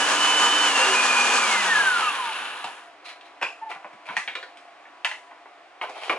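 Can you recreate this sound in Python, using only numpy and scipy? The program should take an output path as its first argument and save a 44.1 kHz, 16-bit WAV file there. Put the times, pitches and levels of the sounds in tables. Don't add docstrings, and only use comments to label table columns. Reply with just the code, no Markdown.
import sys
import numpy as np
from scipy import signal
from scipy.fft import rfft, irfft, next_fast_len
from scipy.io import wavfile
from scipy.ndimage import uniform_filter1d, map_coordinates

SR = 44100
rng = np.random.default_rng(int(sys.argv[2]) if len(sys.argv) > 2 else 0)


def wrap_up_sound(samples):
    columns = np.atleast_2d(samples).T
    tamed = np.clip(columns, -1, 1)
    steps = np.round(tamed * 32767).astype(np.int16)
    wavfile.write(sys.argv[1], SR, steps)


N = 272538

# f/Hz, relative level/dB per Hz
AIR_SPECTRUM = [(24, -89), (40, -70), (70, -39), (212, -35), (302, -13.5), (450, -16.5), (703, -8.5),
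                (810, -7.5), (1000, -16), (1100, -7), (1180, -10.5), (1490, -13), (2390, -15.5),
                (2750, -18), (11000, -45.5), (14300, -77), (22000, -120)]
# f/Hz, width/Hz, lift/dB
AIR_RESONANCES = [(77, 13, 10), (300, 17, 3), (697.5, 33, 11), (989, 6.8, 22.5)]
# f/Hz, correlation (-1 to 1)
MIC_LIKENESS = [(40, .5), (150, .95), (350, .94), (700, .88), (1400, .83), (2800, .72), (4000, .42),
                (5300, .22), (7000, .55), (10000, .52)]
# f/Hz, t60/s
KITCHEN_DECAY = [(150, 0.054), (500, 0.24), (1500, 0.24), (3000, 0.25), (9000, 0.46)]
# f/Hz, phase/rad
LEFT_LEAD = [(600, -0.26), (1500, 0.73), (2800, 0.68), (4000, 1.57), (5000, 1.5), (6500, 1.2),
             (11000, -1.5)]

# t/s, hold/s, f/Hz, glide/Hz per s, level/dB before the stutter,
# pitch scatter (share), stutter/dB, fade/dB per s
LID_SQUEAKS = [(3.413, 0.0044, 2477, 700, -27, 0.0547, 6, 237),
               (3.612, 0.0077, 899, -500, -29.5, 0.0059, -1, 700),
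               (3.652, 0.028, 879, -150, -36, 0.0094, -1, 450)]
# t/s, hold/s, rub level/dB, scratch level/dB, f/Hz of the resonance lifted most
SLIDE_STROKES = [(3.042, 0.044, -53.5, -40, 4100), (3.242, 0.0061, -67, -52, 4030),
                 (3.689, 0.0096, -41.5, -39.5, 2380), (4.051, 0.13, -47, -43.5, 2440),
                 (5.81, 0.005, -36, -39.5, 3220), (5.878, 0.059, -47.5, -48, 2520),
                 (5.947, 0.043, -43.5, -43, 3200), (6.007, 0.084, -43, -39, 3130),
                 (6.09, 0.005, -30, -35.5, 3140), (6.17, 0.02, -52, -46, 2430)]
# f/Hz, relative level/dB per Hz
RUB_SPECTRUM = [(120, -34), (240, -39), (300, -12), (430, -2), (560, -3.5), (720, 6.5), (1150, -1),
                (1500, -4), (1900, -30)]
# f/Hz, width/Hz, lift/dB
RUB_RESONANCES = [(640, 39, 4.2)]
# f/Hz, relative level/dB per Hz
SCRATCH_SPECTRUM = [(1200, 0.5), (1600, -1.5), (2300, 6.5), (3100, -1.5), (3700, -1), (4400, -3.5),
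                    (5200, -9), (8000, -19.5), (11000, -16.5)]
# t/s, level/dB, clack f/Hz, knock level/dB re clack, knock f/Hz, thud level/dB re clack, thud f/Hz,
# snap level/dB re clack, ringing/dB re chatter, first tap/dB re chatter
CONTACTS = [(2.455, -49, 2800, -20, 900, -32, 300, -22, 15, -12),
            (2.6423, -49, 2700, 6.5, 800, -11.5, 235, -5.5, -1.5, -10),
            (3.055, -69, 4130, 7, 2400, -30, 400, -13, -4, -7),
            (3.092, -64.5, 4160, 6, 2400, -30, 400, -10, -3, -3),
            (3.211, -62.5, 2780, -22, 1010, -30, 400, -14, -11, -4),
            (3.4138, -47.5, 1920, 2, 1080, -5.5, 464, -14, -17, -14),
            (3.4259, -48, 2600, 4, 1250, -14, 273, -5.5, -10, 3),
            (3.4302, -45, 2500, 4, 1170, -3.5, 564, -12, -10, 1),
            (3.4665, -60, 2390, 0, 780, -23, 450, -18, -1, -6),
            (3.7146, -50.5, 2100, 1, 1000, -17, 307, -16, -3, -14),
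            (3.7592, -57.5, 1400, 3, 795, -15, 190, -23, 10, -11),
            (3.845, -57.5, 1960, 8, 734, -10, 231, -28, -5, -10),
            (3.93, -66, 1800, -2, 800, -3, 230, -10, -13, -8),
            (4.088, -52, 2180, 5.5, 1100, -13, 183, -28, -3, -11),
            (4.096, -53, 2000, 4, 1280, -11, 200, -28, 0, -14),
            (4.1672, -36, 1940, -8.5, 1010, -39, 215, -11.5, 0, 2.5),
            (4.1745, -40.5, 1960, -10, 1170, -23, 215, -14, 4, -5),
            (4.2765, -42.5, 2310, -12.5, 784, -22.5, 340, -26, 0, -3),
            (4.2835, -51.5, 2740, 1.5, 1680, -17, 337, -28, 4, -10),
            (4.353, -47, 2910, 2, 1540, -10, 535, -14, -5, -11.5),
            (4.4283, -51, 1600, -5.5, 3020, -7.5, 534, -18, -2, -18),
            (4.572, -63.5, 2290, -17, 900, -16, 303, -3, -9, 0),
            (4.8538, -62, 1750, -7, 1000, -26, 400, -30, 2, -6),
            (5.047, -36, 2570, -10, 900, -46, 494, -11, -0.5, 0.5),
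            (5.0504, -38, 1840, -6, 940, -40, 494, -18, 5.5, 0),
            (5.1137, -44, 2090, -9, 920, -35, 500, -19, -6, -8),
            (5.311, -64, 1900, 7, 980, -16, 400, -25, 0, -6),
            (5.457, -64.5, 1500, 5, 850, -5, 400, -27, -2, -5),
            (5.8138, -45, 2200, 1, 1040, -9.5, 463, -36, 2, -7),
            (5.837, -52.5, 2300, 7, 1050, -8, 410, -22, -7, -6),
            (5.8946, -63, 1690, 11, 796, 3, 400, 1, 1, -8),
            (6.019, -71, 2960, -2, 780, -20, 420, -12, -3, -5),
            (6.052, -60, 2700, 1, 1160, -20, 420, 0, -1, -5),
            (6.0954, -36.5, 2190, -1, 1120, -9, 420, -22, 0.5, -6.5),
            (6.0993, -45.5, 2210, -6, 950, -1.5, 417, -21, 3.5, 3),
            (6.135, -54, 1450, -5, 770, 7.5, 430, -20, 0, -10)]
# f/Hz, relative level/dB, t60/s
PLASTIC_MODES = [(785, -2, .1), (920, 0, .1), (1025, -1, .1), (1160, -3, .09), (1440, -6, .07),
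                 (1740, -4, .06), (1900, -2, .055), (2008, 0, .055), (2200, -3, .06), (2400, -1, .06),
                 (2622, -4, .06), (2790, -3, .05), (2960, -2, .05), (3300, 0, .05)]
# f/Hz, relative level/dB, t60/s
BASE_MODES = [(191, -16, 0.059), (325, -9, 0.27), (428, 10, 0.23), (518, 18, 0.23)]

# t/s, hold/s, f/Hz, peak level/dB
MACHINE_BOOMS = [(0.775, 0.022, 518, -30), (0.852, 0.048, 386.3, -31.5)]
# t/s, shaft f/Hz
HIGH_SPEED = [(0, 296), (0.55, 303.3), (0.66, 302), (0.78, 273), (0.945, 289)]
# t/s, half length/s, shaft f/Hz lost
FOOD_SNAGS = [(0.735, .025, 4), (0.89, .02, 3.5), (1.29, .03, 1.5), (1.54, .07, 2.8), (1.765, .04, 4.5),
              (1.85, .05, 2.2), (2.14, .035, 2.5), (2.25, .07, 2)]
# t/s, level/dB
WHINE_LEVEL = [(0, -26), (0.05, -26), (0.1, -36), (0.17, -33), (0.23, -22.5), (0.68, -22.5), (0.72, -27),
               (0.78, -22.5), (0.805, -26), (0.83, -18), (0.87, -30), (0.91, -23), (0.99, -21.5),
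               (1.04, -28), (1.19, -23), (1.26, -30), (1.33, -24.5), (1.4, -30), (1.43, -22.5), (1.47, -29),
               (1.6, -29), (1.665, -36), (1.705, -22), (1.76, -20.5), (1.82, -23.5), (1.88, -20.5),
               (1.96, -21.5), (2.02, -28), (2.08, -23), (2.14, -36), (2.21, -28.5), (2.29, -30.5),
               (2.34, -45)]
WHIRR_ORDERS = (12, 14, 18, 20, 24, 28, 30, 36, 40, 46, 50, 56, 62, 70, 80)

# f/Hz, relative level/dB per Hz
RUMBLE_SPECTRUM = [(24, -67), (40, -37.5), (151, -18.5), (292, -0.5), (337, -5.5), (380, -1.5), (413, -4.5),
                   (455, 3.5), (578, -0.5), (700, 4.5), (910, -11), (1540, -120)]
RATTLE_SPECTRUM = [(450, -69.5), (650, -18.5), (800, -1.5), (1000, 1), (1300, 0.5), (1750, -4.5),
                   (2050, -5.5), (2700, 3.5), (3300, -5), (4000, -8.5), (5200, -25)]
GRIT_SPECTRUM = [(3000, -63), (4200, 6.5), (5200, 5), (6500, 7.5), (8000, 2), (9300, -3.5), (11000, -6)]
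BRUSH_SPECTRUM = [(6500, -17), (8500, 6), (9400, 12), (10000, 16.5), (10500, 16.5), (11000, 7.5)]
# f/Hz, width/Hz, lift/dB
RUMBLE_RESONANCES = [(384, 19, 7.3), (529, 16, 3.5), (215, 19, 3.2)]
BOWL_RESONANCES = [(790, 66, 5.5), (943, 49, 5.5), (1023, 32, 7.5), (1216, 60, 6), (1477, 105, 7),
                   (1708, 176, 9.5), (2690, 270, -3.5)]
# full level/dB, shaft f/Hz where it is full, power
RUMBLE_LAW = (-34.5, 266, 1.33)
RATTLE_LAW = (-22, 224, 1.16)
GRIT_LAW = (-29.5, 232, 2.58)
SIFT_LAW = (-50, 230, 0.5)
BRUSH_LAW = (-43, 157, 1.21)
CRUMB_LAW = (-35.5, 160, 1.3)
WHIRR_LAW = (-40, 190, 1.0)
SING_LAW = (-27.5, 125, 2.1)

AIR_DB = -49.5
TOP_HZ = 11080
SQUEAK_ATTACK_S, SQUEAK_WET_DB, STUTTER_HZ = 0.016, -7, 50
STROKE_ATTACK_S, STROKE_FADE_DB_PER_S = 0.014, 223
BOOM_ATTACK_S, BOOM_FADE_DB_PER_S = 0.03, 350
REBOUND_S, REBOUND_DB = 0.0083, -18.5
CRACK_DB, CRACK_T60_S = 1, 0.007
FAVOUR_DB_PER_OCTAVE = 52
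LOW_AT_S, LOW_HZ, OFF_AT_S = 0.945, 245.2, 1.388
COAST_S, FRICTION_HZ = 2.475, 258
STEADY_HZ = 294
FLUTTER_DB, JITTER = 2.9, 0.005
WHINE_PAN_DB = -4
WHINE_FADE_DB_PER_S = 64
HUM_DB, HUM_POWER, HUM_CUT_HZ = -47, 0.98, 163
HOUSING_HZ, HOUSING_WIDTH_HZ = 2720, 240
SETTLE_HZ = 22
CRUMBS_PER_TURN = 1.6


def amp(db):
    return 10 ** (np.asarray(db) / 20)


def unit(x):
    return x / np.sqrt(np.mean(x ** 2) + 1e-20)


def along(points, hz):
    f, value = np.transpose(points)
    return np.interp(np.log(hz + 1), np.log(f + 1), value)


def curve(points):
    t, value = np.transpose(points)
    return np.interp(np.arange(N) / SR, t, value)


def wobble(rate):
    knots = rng.standard_normal(int(N * rate / SR) + 4)
    return map_coordinates(knots, [np.arange(N) * rate / SR])


def envelope(start_s, attack_s, hold_s, fade_db_per_s):
    t = np.arange(N) / SR - start_s
    fade_db = fade_db_per_s * np.maximum(0, t - attack_s - hold_s)
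    return np.clip(t / attack_s, 0, 1) * amp(-fade_db)


def filtered(x, response):
    n = x.shape[-1]
    padded = next_fast_len(n + 4096)
    hz = np.fft.rfftfreq(padded, 1 / SR)
    return irfft(rfft(x, padded) * response(hz), padded)[..., :n]


def band(x, lo_hz, hi_hz, order=3):
    sos = signal.butter(order, [lo_hz, hi_hz], "band", fs=SR, output="sos")
    return signal.sosfilt(sos, x)


def spread(pair):
    def mid_side(hz):
        turn = np.arccos(np.clip(along(MIC_LIKENESS, hz), -1, 1)) / 2
        return np.array([np.cos(turn), np.sin(turn)])

    mid, side = filtered(pair, mid_side)
    return np.array([mid + side, mid - side])


def rush(spectrum, resonances=(), drive=None):
    if drive is None:
        drive = rng.standard_normal((2, N))

    def colour(hz):
        lift_db = sum(db / (1 + (2 * (hz - centre) / width) ** 2) for centre, width, db in resonances)
        low_skirt = np.minimum(1, hz / spectrum[0][0]) ** 2
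        high_skirt = np.minimum(1, spectrum[-1][0] / (hz + 1)) ** 2
        return amp(along(spectrum, hz) + lift_db) * low_skirt * high_skirt

    return unit(spread(filtered(drive, colour)))


def grains(rate, share):
    chance = np.clip(rate / SR, 1e-4, 1)
    hits = (rng.random(N) < chance) * rng.standard_normal((2, N)) / np.sqrt(chance)
    return np.sqrt(share) * hits + np.sqrt(1 - share) * rng.standard_normal((2, N))


def kitchen(x, wet_db):
    hz, t, bins = signal.stft(rng.standard_normal((2, SR // 2)), SR, nperseg=256)
    decay = amp(-60 * t / along(KITCHEN_DECAY, hz)[:, None])
    tail = spread(signal.istft(bins * decay, SR, nperseg=256)[1])
    tail = np.pad(tail / np.linalg.norm(tail[0]), ((0, 0), (SR // 400, 0)))
    echo = signal.fftconvolve(x[None], tail, axes=1)[:, :len(x)]
    return (x + amp(wet_db) * echo) / np.sqrt(1 + amp(2 * wet_db))


def room_air():
    return amp(AIR_DB + 0.78 * wobble(1.03)) * rush(AIR_SPECTRUM, AIR_RESONANCES)


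def squeaks():
    out, t = np.zeros(N), np.arange(N) / SR
    for start, hold, hz, glide, db, scatter, stutter_db, fade_db_per_s in LID_SQUEAKS:
        pitch = (hz + glide * (t - start)) * (1 + scatter * wobble(400))
        phase = 2 * np.pi * np.cumsum(pitch) / SR
        stutter = np.cos(2 * np.pi * STUTTER_HZ * (t - start - SQUEAK_ATTACK_S))
        level = amp(db + stutter_db * stutter) * envelope(start, SQUEAK_ATTACK_S, hold, fade_db_per_s)
        out += level * np.sqrt(2) * (np.sin(phase) + amp(-22) * np.sin(2 * phase))
    return kitchen(out, SQUEAK_WET_DB)


def slides():
    out = np.zeros((2, N))
    rub = amp(2.3 * wobble(70)) * rush(RUB_SPECTRUM, RUB_RESONANCES, grains(590, share=0.53))
    for start, hold, rub_db, scratch_db, hz in SLIDE_STROKES:
        scratch = rush(SCRATCH_SPECTRUM, [(hz, 280, 9)], grains(270, share=0.27))
        stroke = amp(rub_db) * rub + amp(scratch_db + 0.25 * wobble(90)) * scratch
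        out += envelope(start, STROKE_ATTACK_S, hold, STROKE_FADE_DB_PER_S) * stroke
    return out


def burst(t60):
    n = SR // 2
    return rng.standard_normal(n) * amp(-60 * np.arange(n) / SR / t60)


def ringing(centre_hz, modes):
    t = np.arange(SR // 2) / SR
    out = np.zeros(len(t))
    for hz, db, t60 in modes:
        octaves = abs(np.log2(hz / centre_hz))
        if octaves < 1:
            gain = amp(db + rng.normal(0, 2.6) - FAVOUR_DB_PER_OCTAVE * octaves) * rng.choice([-1, 1])
            tone = np.sin(2 * np.pi * hz * rng.normal(1, 0.0014) * t)
            out += gain * np.exp(-np.log(1000) * t / t60) * tone
    return out


def register(centre_hz, width, t60, modes, ring_db, tap_db):
    def colour(x):
        return unit(band(x, centre_hz / width, centre_hz * width))

    chatter = colour(burst(t60) + amp(CRACK_DB) * burst(CRACK_T60_S))
    tap = colour(1. * (np.arange(SR // 2) == 0))
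    ring = unit(ringing(centre_hz, modes))
    return unit(amp(tap_db) * tap + chatter + amp(ring_db) * ring)


def knock(clack_hz, knock_db, knock_hz, thud_db, thud_hz, snap_db, ring_db, tap_db):
    clack = 1.11 * register(clack_hz, 1.38, 0.048, PLASTIC_MODES, ring_db, tap_db)
    body = amp(knock_db) * register(knock_hz, 1.45, 0.054, PLASTIC_MODES, ring_db, tap_db)
    thud = amp(thud_db) * register(thud_hz, 1.5, 0.095, BASE_MODES, ring_db, tap_db)
    snap = amp(snap_db) * unit(band(burst(0.058), 1030, 5800, order=2))
    return band(clack + body, 550, 9200) + band(thud, 137, 1600) + snap


def knocks():
    out = np.zeros((2, N + SR))
    for start, db, *colour in CONTACTS:
        first = knock(*colour)
        rebound = np.pad(knock(*colour), (round(REBOUND_S * SR), 0))[:len(first)]
        blow = amp(db) * kitchen(first + amp(REBOUND_DB) * rebound, wet_db=1.0)
        out[:, round(start * SR):][:, :blow.shape[1]] += blow
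    return out[:, :N]


def booms():
    out = np.zeros(N)
    for start, hold, hz, db in MACHINE_BOOMS:
        phase = 2 * np.pi * np.cumsum(hz * (1 + 0.019 * wobble(90.0))) / SR
        out += amp(db) * envelope(start, BOOM_ATTACK_S, hold, BOOM_FADE_DB_PER_S) * np.sin(phase)
    return kitchen(out, wet_db=-14)


def shaft_speed():
    t = np.arange(N) / SR
    drag = np.exp(-np.maximum(0, t - OFF_AT_S) / COAST_S)
    low_then_coast = (LOW_HZ + FRICTION_HZ) * drag - FRICTION_HZ
    snags = sum(lost_hz * np.exp(-((t - centre) / half) ** 2) for centre, half, lost_hz in FOOD_SNAGS)
    return np.maximum(0, np.where(t < LOW_AT_S, curve(HIGH_SPEED), low_then_coast) - snags)


def driven(shaft_hz, db, full_hz, power):
    return amp(db) * np.minimum(1, shaft_hz / full_hz) ** power


def crumbs(shaft_hz):
    hits = (rng.random(N) < CRUMBS_PER_TURN * shaft_hz / SR) * rng.uniform(-0.98, 1, N)
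    ticks = unit(band(hits, 1060, 3600, order=2))
    return driven(shaft_hz, *CRUMB_LAW) * kitchen(ticks, wet_db=0)


def churn(shaft_hz):
    impacts = 9 * shaft_hz
    surge_db = 0.99 * wobble(22.91)
    rumble = rush(RUMBLE_SPECTRUM, RUMBLE_RESONANCES)
    rumble = driven(shaft_hz, *RUMBLE_LAW) * amp(surge_db + 0.47 * wobble(15.0)) * rumble
    rattle = rush(RATTLE_SPECTRUM, BOWL_RESONANCES, grains(impacts, share=0.17))
    rattle = driven(shaft_hz, *RATTLE_LAW) * amp(surge_db) * rattle
    fines = np.hypot(driven(shaft_hz, *GRIT_LAW), driven(shaft_hz, *SIFT_LAW))
    grit = fines * amp(1.3 * surge_db) * rush(GRIT_SPECTRUM, drive=grains(impacts, share=0.33))
    brushes = driven(shaft_hz, *BRUSH_LAW) * rush(BRUSH_SPECTRUM)
    moving = 1 - np.exp(-(shaft_hz / SETTLE_HZ) ** 2)
    return (rumble + rattle + grit + brushes) * moving


def whirr(shaft_hz):
    angle = 2 * np.pi * np.cumsum(shaft_hz) / SR
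    comb = sum(np.sin(k * angle + rng.uniform(0, 2 * np.pi)) for k in WHIRR_ORDERS)
    return driven(shaft_hz, *WHIRR_LAW) * kitchen(unit(band(comb, 2300, 3920, order=2)), wet_db=4)


def fan_whine(shaft_hz, angle, waver):
    blades = np.sin(10 * angle) + amp(-36.0) * np.sin(20 * angle)
    flutter_db = FLUTTER_DB * waver * (np.tanh(1.5 * wobble(70)) + .6 * wobble(170) - .4)
    dying_db = WHINE_FADE_DB_PER_S * np.maximum(0, np.arange(N) / SR - WHINE_LEVEL[-1][0])
    whine = amp(curve(WHINE_LEVEL) - dying_db + flutter_db) * blades
    running_freely = uniform_filter1d(1. * (shaft_hz > STEADY_HZ), SR // 20)
    pan = amp(WHINE_PAN_DB * running_freely * np.array([[.5], [-.5]]))
    return pan * kitchen(whine, wet_db=-16)


def shaft_hum(shaft_hz, angle):
    fade = 1 - np.exp(-(shaft_hz / HUM_CUT_HZ) ** 6)
    return amp(HUM_DB) * (shaft_hz / LOW_HZ) ** HUM_POWER * fade * np.sin(angle)


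def housing_song(shaft_hz, angle):
    singing = np.zeros(N)
    for order in (22, 33, 44):
        detune = 2 * (order * shaft_hz - HOUSING_HZ) / HOUSING_WIDTH_HZ
        singing += np.sin(order * angle + 1.1 * wobble(260)) / (1 + detune ** 2)
    singing = singing * driven(shaft_hz, *SING_LAW) * amp(2.2 * wobble(150))
    return kitchen(singing, wet_db=2)


def motor(shaft_hz):
    waver = np.where(shaft_hz > STEADY_HZ, .3, 1)
    jostle = JITTER * waver * (.5 * wobble(45) + wobble(260))
    angle = 2 * np.pi * np.cumsum(shaft_hz * (1 + jostle)) / SR
    tones = fan_whine(shaft_hz, angle, waver) + shaft_hum(shaft_hz, angle) + housing_song(shaft_hz, angle)
    return np.sqrt(2) * tones


def scene():
    shaft_hz = shaft_speed()
    handling = squeaks() + slides() + knocks()
    machine = booms() + crumbs(shaft_hz) + churn(shaft_hz) + whirr(shaft_hz) + motor(shaft_hz)
    return room_air() + handling + machine


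def record(dry):
    def microphones(hz):
        phase = .5 * along(LEFT_LEAD, hz) * np.array([[1], [-1]])
        return np.exp(1j * phase) / (1 + (hz / TOP_HZ) ** 160)

    return filtered(dry, microphones)


dry = scene()
out = record(dry)
wrap_up_sound(out)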